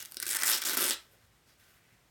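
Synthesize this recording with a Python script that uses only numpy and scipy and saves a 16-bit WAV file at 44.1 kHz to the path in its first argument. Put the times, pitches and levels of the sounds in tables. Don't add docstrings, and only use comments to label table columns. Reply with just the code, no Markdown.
import sys
import numpy as np
from scipy import signal
from scipy.fft import rfft, irfft
from scipy.io import wavfile
from scipy.ndimage import uniform_filter1d

SR = 44100
rng = np.random.default_rng(int(sys.argv[2]) if len(sys.argv) > 2 else 0)


def materialize(psi):
    bounded = np.clip(np.atleast_2d(psi).T, -1, 1)
    quanta = np.round(bounded * 32767).astype(np.int16)
    wavfile.write(sys.argv[1], SR, quanta)


def field_ratio(decibels):
    return 10 ** (np.asarray(decibels, dtype=float) / 20)


N = 92610
T = np.arange(N) / SR

# centre_hz, level_db
FLAP_BODY = [(140, -27.5), (230, -8), (290, -8.5), (355, -2.5), (430, -12.5), (560, -12.5), (760, -36.5)]
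# frequency_hz, level_db
THREAD_COLOUR = [(300, -43), (2000, -9), (3400, -2), (5300, -1), (7000, -3), (9500, 1), (12500, -1),
                 (16500, -4.5)]


def unit(x):
    return x / np.sqrt(np.mean(x ** 2))


def band(x, hz, width_hz):
    centre_hz = min(hz, 0.45 * SR)
    b, a = signal.iirpeak(centre_hz, hz / max(width_hz, 1.0), SR)
    return signal.lfilter(b, a, x)


def colour(x, points, size=2048):
    hz, db = np.array(points, float).T
    bins_hz = np.arange(size // 2 + 1) * SR / size
    log_gain = np.interp(np.log(bins_hz + 1), np.log(hz), db) * np.log(10) / 20
    cepstrum = irfft(log_gain)
    cepstrum[1:size // 2] *= 2
    cepstrum[size // 2 + 1:] = 0
    response = irfft(np.exp(rfft(cepstrum)))
    return signal.fftconvolve(x, response)[:len(x)]


def walk(rate_hz):
    hold = int(SR / rate_hz)
    levels = rng.standard_normal(N)[np.arange(N) // hold]
    return uniform_filter1d(levels, hold // 2 + 1)


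def crackle(per_s, spread_db):
    clicks = rng.random(N) < per_s / SR
    size_db = spread_db * np.clip(rng.standard_normal(N), -3, 1.8)
    direction = np.sign(rng.standard_normal(N))
    return unit(clicks * field_ratio(size_db) * direction)


def air():
    # frequency_hz, level_db_per_hz
    hush_colour = [(88, -22), (150, -1.5), (1000, -8), (2010, -8.5), (4890, -15), (9390, -16.5),
                   (10600, -19), (12400, -18.5), (17000, -22.5)]
    # centre_hz, width_hz, level_db
    house_hum = [(54.2, 15, -76.5), (89.7, 33, -78), (115, 25, -75)]
    hush = unit(colour(rng.standard_normal(N), hush_colour, size=8192))
    hush_db = -68.5 + 0.87 * walk(28)
    hum = np.zeros(N)
    for hz, width_hz, db in house_hum:
        hum += field_ratio(db) * unit(band(rng.standard_normal(N), hz, width_hz))
    return hush * field_ratio(hush_db) + hum


def rips():
    # start_s, length_s, level_db, brightness_db_per_octave, edge_ring_hz
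    runs = [(.0, 0.027, -42, -1, 6500), (0.032, 0.15, -56.5, 1, 14300), (0.2263, 0.0047, -28, 2.5, 5190),
            (0.247, 0.018, -53, -0.5, 8800), (0.2643, 0.0031, -26, -1.5, 8400),
            (0.272, 0.011, -35.5, 0.5, 9500), (0.288, 0.006, -30.5, 0.5, 8700), (0.3, 0.042, -36, -1, 8800),
            (0.346, 0.0053, -28.5, 0.5, 9250), (0.357, 0.011, -30.5, -0.5, 9350),
            (0.387, 0.006, -31, -1, 9200), (0.399, 0.0042, -32, 0.5, 8800), (0.406, 0.0097, -29.5, 0, 6250),
            (0.421, 0.003, -32, -2.5, 6000), (0.4332, 0.0029, -21.5, -0.2, 8500),
            (0.438, 0.012, -34.5, 0.5, 7900), (0.454, 0.028, -27, 1.9, 7100),
            (0.478, 0.0077, -25.5, -1, 7550), (0.488, 0.032, -25.5, -0.5, 11400),
            (0.498, 0.021, -39.5, 0, 3900), (0.522, 0.034, -26.5, -1, 5100), (0.558, 0.0083, -31, -1, 5000),
            (0.572, 0.013, -29, -0.8, 7340), (0.592, 0.013, -45.5, -0.5, 5000),
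            (0.612, 0.0034, -39.5, 3.5, 7500), (0.617, 0.0041, -31, -1.5, 5000),
            (0.621, 0.0048, -36.5, -2.5, 7760), (0.627, 0.026, -53, 2, 8000),
            (0.65, 0.031, -28.5, -0.6, 7260), (0.683, 0.046, -29.5, -0.17, 4090),
            (0.732, 0.021, -32, -0.6, 12800), (0.756, 0.011, -48, -4.5, 8000),
            (0.7702, 0.0063, -25.5, 0.5, 11560), (0.781, .016, -31, -2, 12000),
            (0.8009, 0.054, -28.5, -1, 11940), (0.852, 0.048, -32.5, -1, 9700),
            (0.906, .014, -29.5, -2, 4400), (0.921, 0.022, -35.5, -1.5, 3920)]
    attack_s, release_s = 0.00057, 0.0013
    straggler_db, straggler_s = -15, 0.017
    edge_ring_db, edge_ring_q = 1, 5.9
    threads_per_s, thread_spread_db = 2600, 5.5
    clumps = field_ratio(1.5 * walk(260))
    shared = crackle(threads_per_s, thread_spread_db)
    parts = []
    for edges_hz in ((100, 4500), (4500, 9000), (9000, 20000)):
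        grains = shared + 0.94 * crackle(threads_per_s, thread_spread_db)
        sos = signal.butter(2, edges_hz, "band", fs=SR, output="sos")
        parts.append(signal.sosfilt(sos, grains))
    low, middle, high = parts
    out = np.zeros(N)
    for start_s, length_s, db, tilt_db, ring_hz in runs:
        since = T - start_s
        after = np.clip(since - length_s, 0, None)
        decay = np.exp(-after / release_s) + field_ratio(straggler_db) * np.exp(-after / straggler_s)
        shape = np.clip(since / attack_s, 0, 1) * decay
        tilted = low * field_ratio(-3 * tilt_db) + middle + high * field_ratio(1.15 * tilt_db)
        run = shape * clumps * tilted
        edge_ring = band(run, ring_hz, ring_hz / edge_ring_q)
        out += field_ratio(db - 4.5) * (run + field_ratio(edge_ring_db) * edge_ring)
    return out


def snaps(rows, lift_db=0, extra_ring_db=0):
    click_db, ring_db = 2.5, -5
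    fray_db, fray_t60_s = -16, 0.006
    creak_db, creak_s = -26, 0.0009
    size, lead = SR // 50, int(creak_s * SR)
    fray = np.exp(-np.log(1000) * np.arange(size) / SR / fray_t60_s) * field_ratio(fray_db)
    fade = np.roll(fray, lead)
    fade[:lead] = field_ratio(creak_db)
    out = np.zeros(N + SR)
    for (start_s, db, hz), fibre in zip(rows, rng.standard_normal((len(rows), size))):
        push = fibre * fade
        push[lead] = 1
        ring = 2 * band(push, hz, hz / 3)
        k = int(start_s * SR)
        out[k:k + size] += field_ratio(db + click_db + lift_db) * (push + field_ratio(ring_db + extra_ring_db) * ring)
    return out[:N]


def jerks():
    # time_s, level_db
    tugs = [
        (.170, -39),
        (.227, -33),
        (0.265, -30),
        (.435, -35),
        (0.734, -19.5),
        (0.786, -18),
    ]
    kicks = np.zeros(N)
    for time_s, db in tugs:
        kicks[int(time_s * SR)] = field_ratio(db + 22.5)
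    return colour(kicks, FLAP_BODY)


def jacket():
    # time_s, peak_db, ring_hz
    first_snaps = [(0.0034, -25.5, 6130), (0.0128, -56, 5460), (0.0236, -28, 12500), (0.0274, -24.5, 10200),
                   (0.0502, -24, 10400), (0.0568, -23.5, 6890), (0.113, -33, 12970), (0.1207, -23.5, 11740),
                   (0.1437, -24.5, 9680), (0.169, -15, 5360), (0.2003, -14, 10150), (0.2182, -23.5, 5100),
                   (0.2235, -22.5, 9000), (0.2262, -12, 5060), (0.2296, -23, 12150), (0.2556, -22, 9500)]
    # time_s, peak_db, ring_hz
    rip_snaps = [(0.2662, -18.5, 8400), (0.2703, -24.5, 8400), (0.2793, -20.0, 9800),
                 (0.2828, -29, 9050), (0.291, -19, 8640), (0.3036, -17.5, 9000),
                 (0.3088, -19.0, 8350), (0.312, -16, 7850), (0.3191, -24.5, 8930),
                 (0.3224, -16, 8250), (0.3307, -16, 8970), (0.3339, -33.5, 8700),
                 (0.3373, -20.5, 9400), (0.3469, -19.5, 9700), (0.3505, -14.5, 8970),
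                 (0.3611, -20, 9100), (0.3651, -21.0, 9600), (0.3684, -14, 9450), (0.3892, -29, 9400),
                 (0.403, -30.5, 9360), (0.4105, -27, 5300), (0.4202, -19, 5250),
                 (0.4339, -20.5, 8700), (0.447, -25.5, 8960), (0.4553, -24, 6110),
                 (0.4618, -20, 6400), (0.4669, -19.5, 6600), (0.4698, -19, 9160),
                 (0.4757, -23.5, 7100), (0.4797, -18.5, 7110), (0.4852, -19.5, 4100),
                 (0.4901, -17.0, 11400), (0.4943, -19.5, 11400), (0.4979, -13, 11300),
                 (0.5021, -25, 11400), (0.5074, -15.5, 11580), (0.5161, -12.5, 4900),
                 (0.5362, -29, 5000), (0.5485, -19.5, 4260), (0.5568, -22, 3540),
                 (0.6184, -20, 4700), (0.6374, -19, 5670), (0.653, -18, 7740), (0.6628, -24, 8400),
                        (0.6714, -18, 8500), (0.6745, -26, 12100), (0.6885, -22, 13100),
                        (0.6946, -18.0, 11600), (0.6993, -21.5, 4800), (0.7145, -22.5, 13600),
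                        (0.7327, -15.5, 14100), (0.7356, -33, 12100), (0.7466, -24, 11700),
                        (0.7506, -30, 12600), (0.7667, -26, 7750), (0.7723, -20.5, 9700),
                        (0.7831, -18, 5600), (0.7864, -20, 3000), (0.7936, -20, 11300),
                        (0.8003, -18.0, 13000), (0.8077, -15.5, 14700), (0.8121, -17, 14400),
                        (0.8173, -20, 11530), (0.8206, -17.5, 12300), (0.8273, -15, 11200),
                        (0.8328, -22, 14600), (0.8373, -23.5, 11400), (0.8404, -14.0, 9400),
                        (0.8439, -22, 11000), (0.8561, -20.5, 8800), (0.8632, -16.5, 8800),
                        (0.8731, -22, 7800), (0.8794, -14.5, 9500), (0.8853, -16.5, 8000),
                        (0.8883, -24, 4540), (0.8921, -14.5, 9200), (0.8979, -13, 6900),
                        (0.9074, -8.5, 6800), (0.9142, -19, 5240), (0.9323, -24.5, 8900)]
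    # time_s, flap_db, long_seam_db, short_seam_db
    taut = [(0, -9, -5, -2), (.15, -4, -5, -6.5), (.17, 2.5, -6, -10), (.2, -22, -25.5, -2),
            (.23, -3, -17, 7), (.28, -8, -10, -2), (.4, -5.5, 4, 8), (.5, -7.5, -2, -3), (.62, -5, 1.5, -5),
            (.7, 0.5, 0.5, 2), (0.799, 5, 4, -2), (.93, -1, -6, -1.5)]
    # centre_hz, level_db
    long_seam = [(380, -29.5), (600, -5.5), (740, -15), (900, -4.5), (1050, -10), (1320, 0), (1550, -3.5),
                 (2200, -27)]
    # centre_hz, level_db
    short_seam = [(950, -25.5), (1400, -8), (1650, 1), (1900, -2), (2250, -2.5), (2800, -15), (4000, -39.5)]
    inner_snaps = snaps(rip_snaps, lift_db=2.5, extra_ring_db=4)
    breaks = rips() + snaps(first_snaps) + inner_snaps
    out = colour(breaks, THREAD_COLOUR)
    time_s, *shares_db = np.array(taut).T
    for body, share_db, lift_db in zip((FLAP_BODY, long_seam, short_seam), shares_db, (3, -0.5, -1.5)):
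        direction = np.sign(rng.standard_normal(N))
        pushes = breaks * direction * field_ratio(np.interp(T, time_s, share_db) + lift_db)
        out = out + colour(pushes, body)
    return out + jerks()


def rustle():
    # time_s, level_db
    hands = [(1.05, -70), (1.16, -68), (1.25, -70), (1.42, -99), (1.49, -66), (1.57, -80), (1.6, -68.5),
             (1.76, -67), (1.82, -76), (1.94, -73), (1.979, -78), (2.1, -92)]
    # frequency_hz, level_db
    shell_colour = [(500, -28), (1500, 5), (2400, 1), (5000, -2.5), (9000, -3), (16000, -6.5)]
    # time_s, length_s, level_db, centre_hz
    brushes = [
        (1.02, .03, -70, 13000),
        (1.13, 0.022, -72, 12000),
        (1.15, 0.062, -73, 530),
        (1.5, 0.035, -75, 4700),
        (1.598, .01, -74, 13000),
        (1.73, 0.06, -77, 13000),
        (1.87, 0.1, -77, 2300),
        (1.25, 0.1, -76, 106),
    ]
    # time_s, peak_db
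    crinkles = [
        (1.2644, -57),
        (1.478, -52.5),
        (1.585, -54),
    ]
    time_s, db = np.array(hands).T
    grains = crackle(6000, 5.5)
    rub_db = np.interp(T, time_s, db, left=-90) + 2.0 * walk(25.5)
    out = unit(colour(grains, shell_colour)) * field_ratio(rub_db)
    for centre_s, length_s, level_db, hz in brushes:
        stroke = np.exp(-((T - centre_s) / length_s) ** 2)
        tone = band(band(grains, hz, hz / 1.4), hz, hz / 1.9)
        out += field_ratio(level_db) * stroke * unit(tone)
    folds = snaps([(fold_s, peak_db, 9000) for fold_s, peak_db in crinkles])
    return out + colour(folds, THREAD_COLOUR)


def room(x):
    # centre_hz, t60_s, level_db
    decays = [(279, 0.032, -6), (995, 0.28, 4.5), (2340, 0.22, 5.5), (5000, 0.128, -2.5), (10200, 0.2, -5),
              (15270, 0.19, 0)]
    room_db, gap_s = -8, 0.0016
    carpet_db, carpet_s = -25.5, 0.0006
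    t = T[:SR // 2]
    tail = np.zeros(len(t))
    for hz, t60_s, db in decays:
        noise = unit(band(rng.standard_normal(len(t)), hz, 1.46 * hz))
        tail += field_ratio(db) * noise * np.exp(-np.log(1000) * t / t60_s)
    tail = tail * np.clip(t / gap_s - 0.5, 0, 1)
    tail = tail / np.sqrt(np.sum(tail ** 2))
    bounce = np.roll(x, int(carpet_s * SR)) * field_ratio(carpet_db)
    return x + bounce + field_ratio(room_db) * signal.fftconvolve(x, tail)[:N]


def scene():
    return (room(jacket() + rustle()) + air())[None]


def low_pass(x):
    return signal.sosfilt(signal.butter(12, 17220, fs=SR, output="sos"), x)


def record(dry):
    headroom = 0.5
    peak_hz, peak_width_hz, peak_db = 5220, 150, -8
    notch_hz, notch_width_hz, notch_share = 10380, 470, 0.62
    top_hz, low_cut_hz = 17300, 36
    dry = headroom * np.tanh(dry / headroom)
    x = dry + field_ratio(peak_db) * band(dry, peak_hz, peak_width_hz)
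    x = x - notch_share * band(x, notch_hz, notch_width_hz)
    x = signal.sosfilt(signal.cheby2(12, 32, top_hz, fs=SR, output="sos"), x)
    x = signal.sosfilt(signal.butter(3, low_cut_hz, "high", fs=SR, output="sos"), x)
    return low_pass(x)


dry = scene()
out = record(dry)
materialize(out)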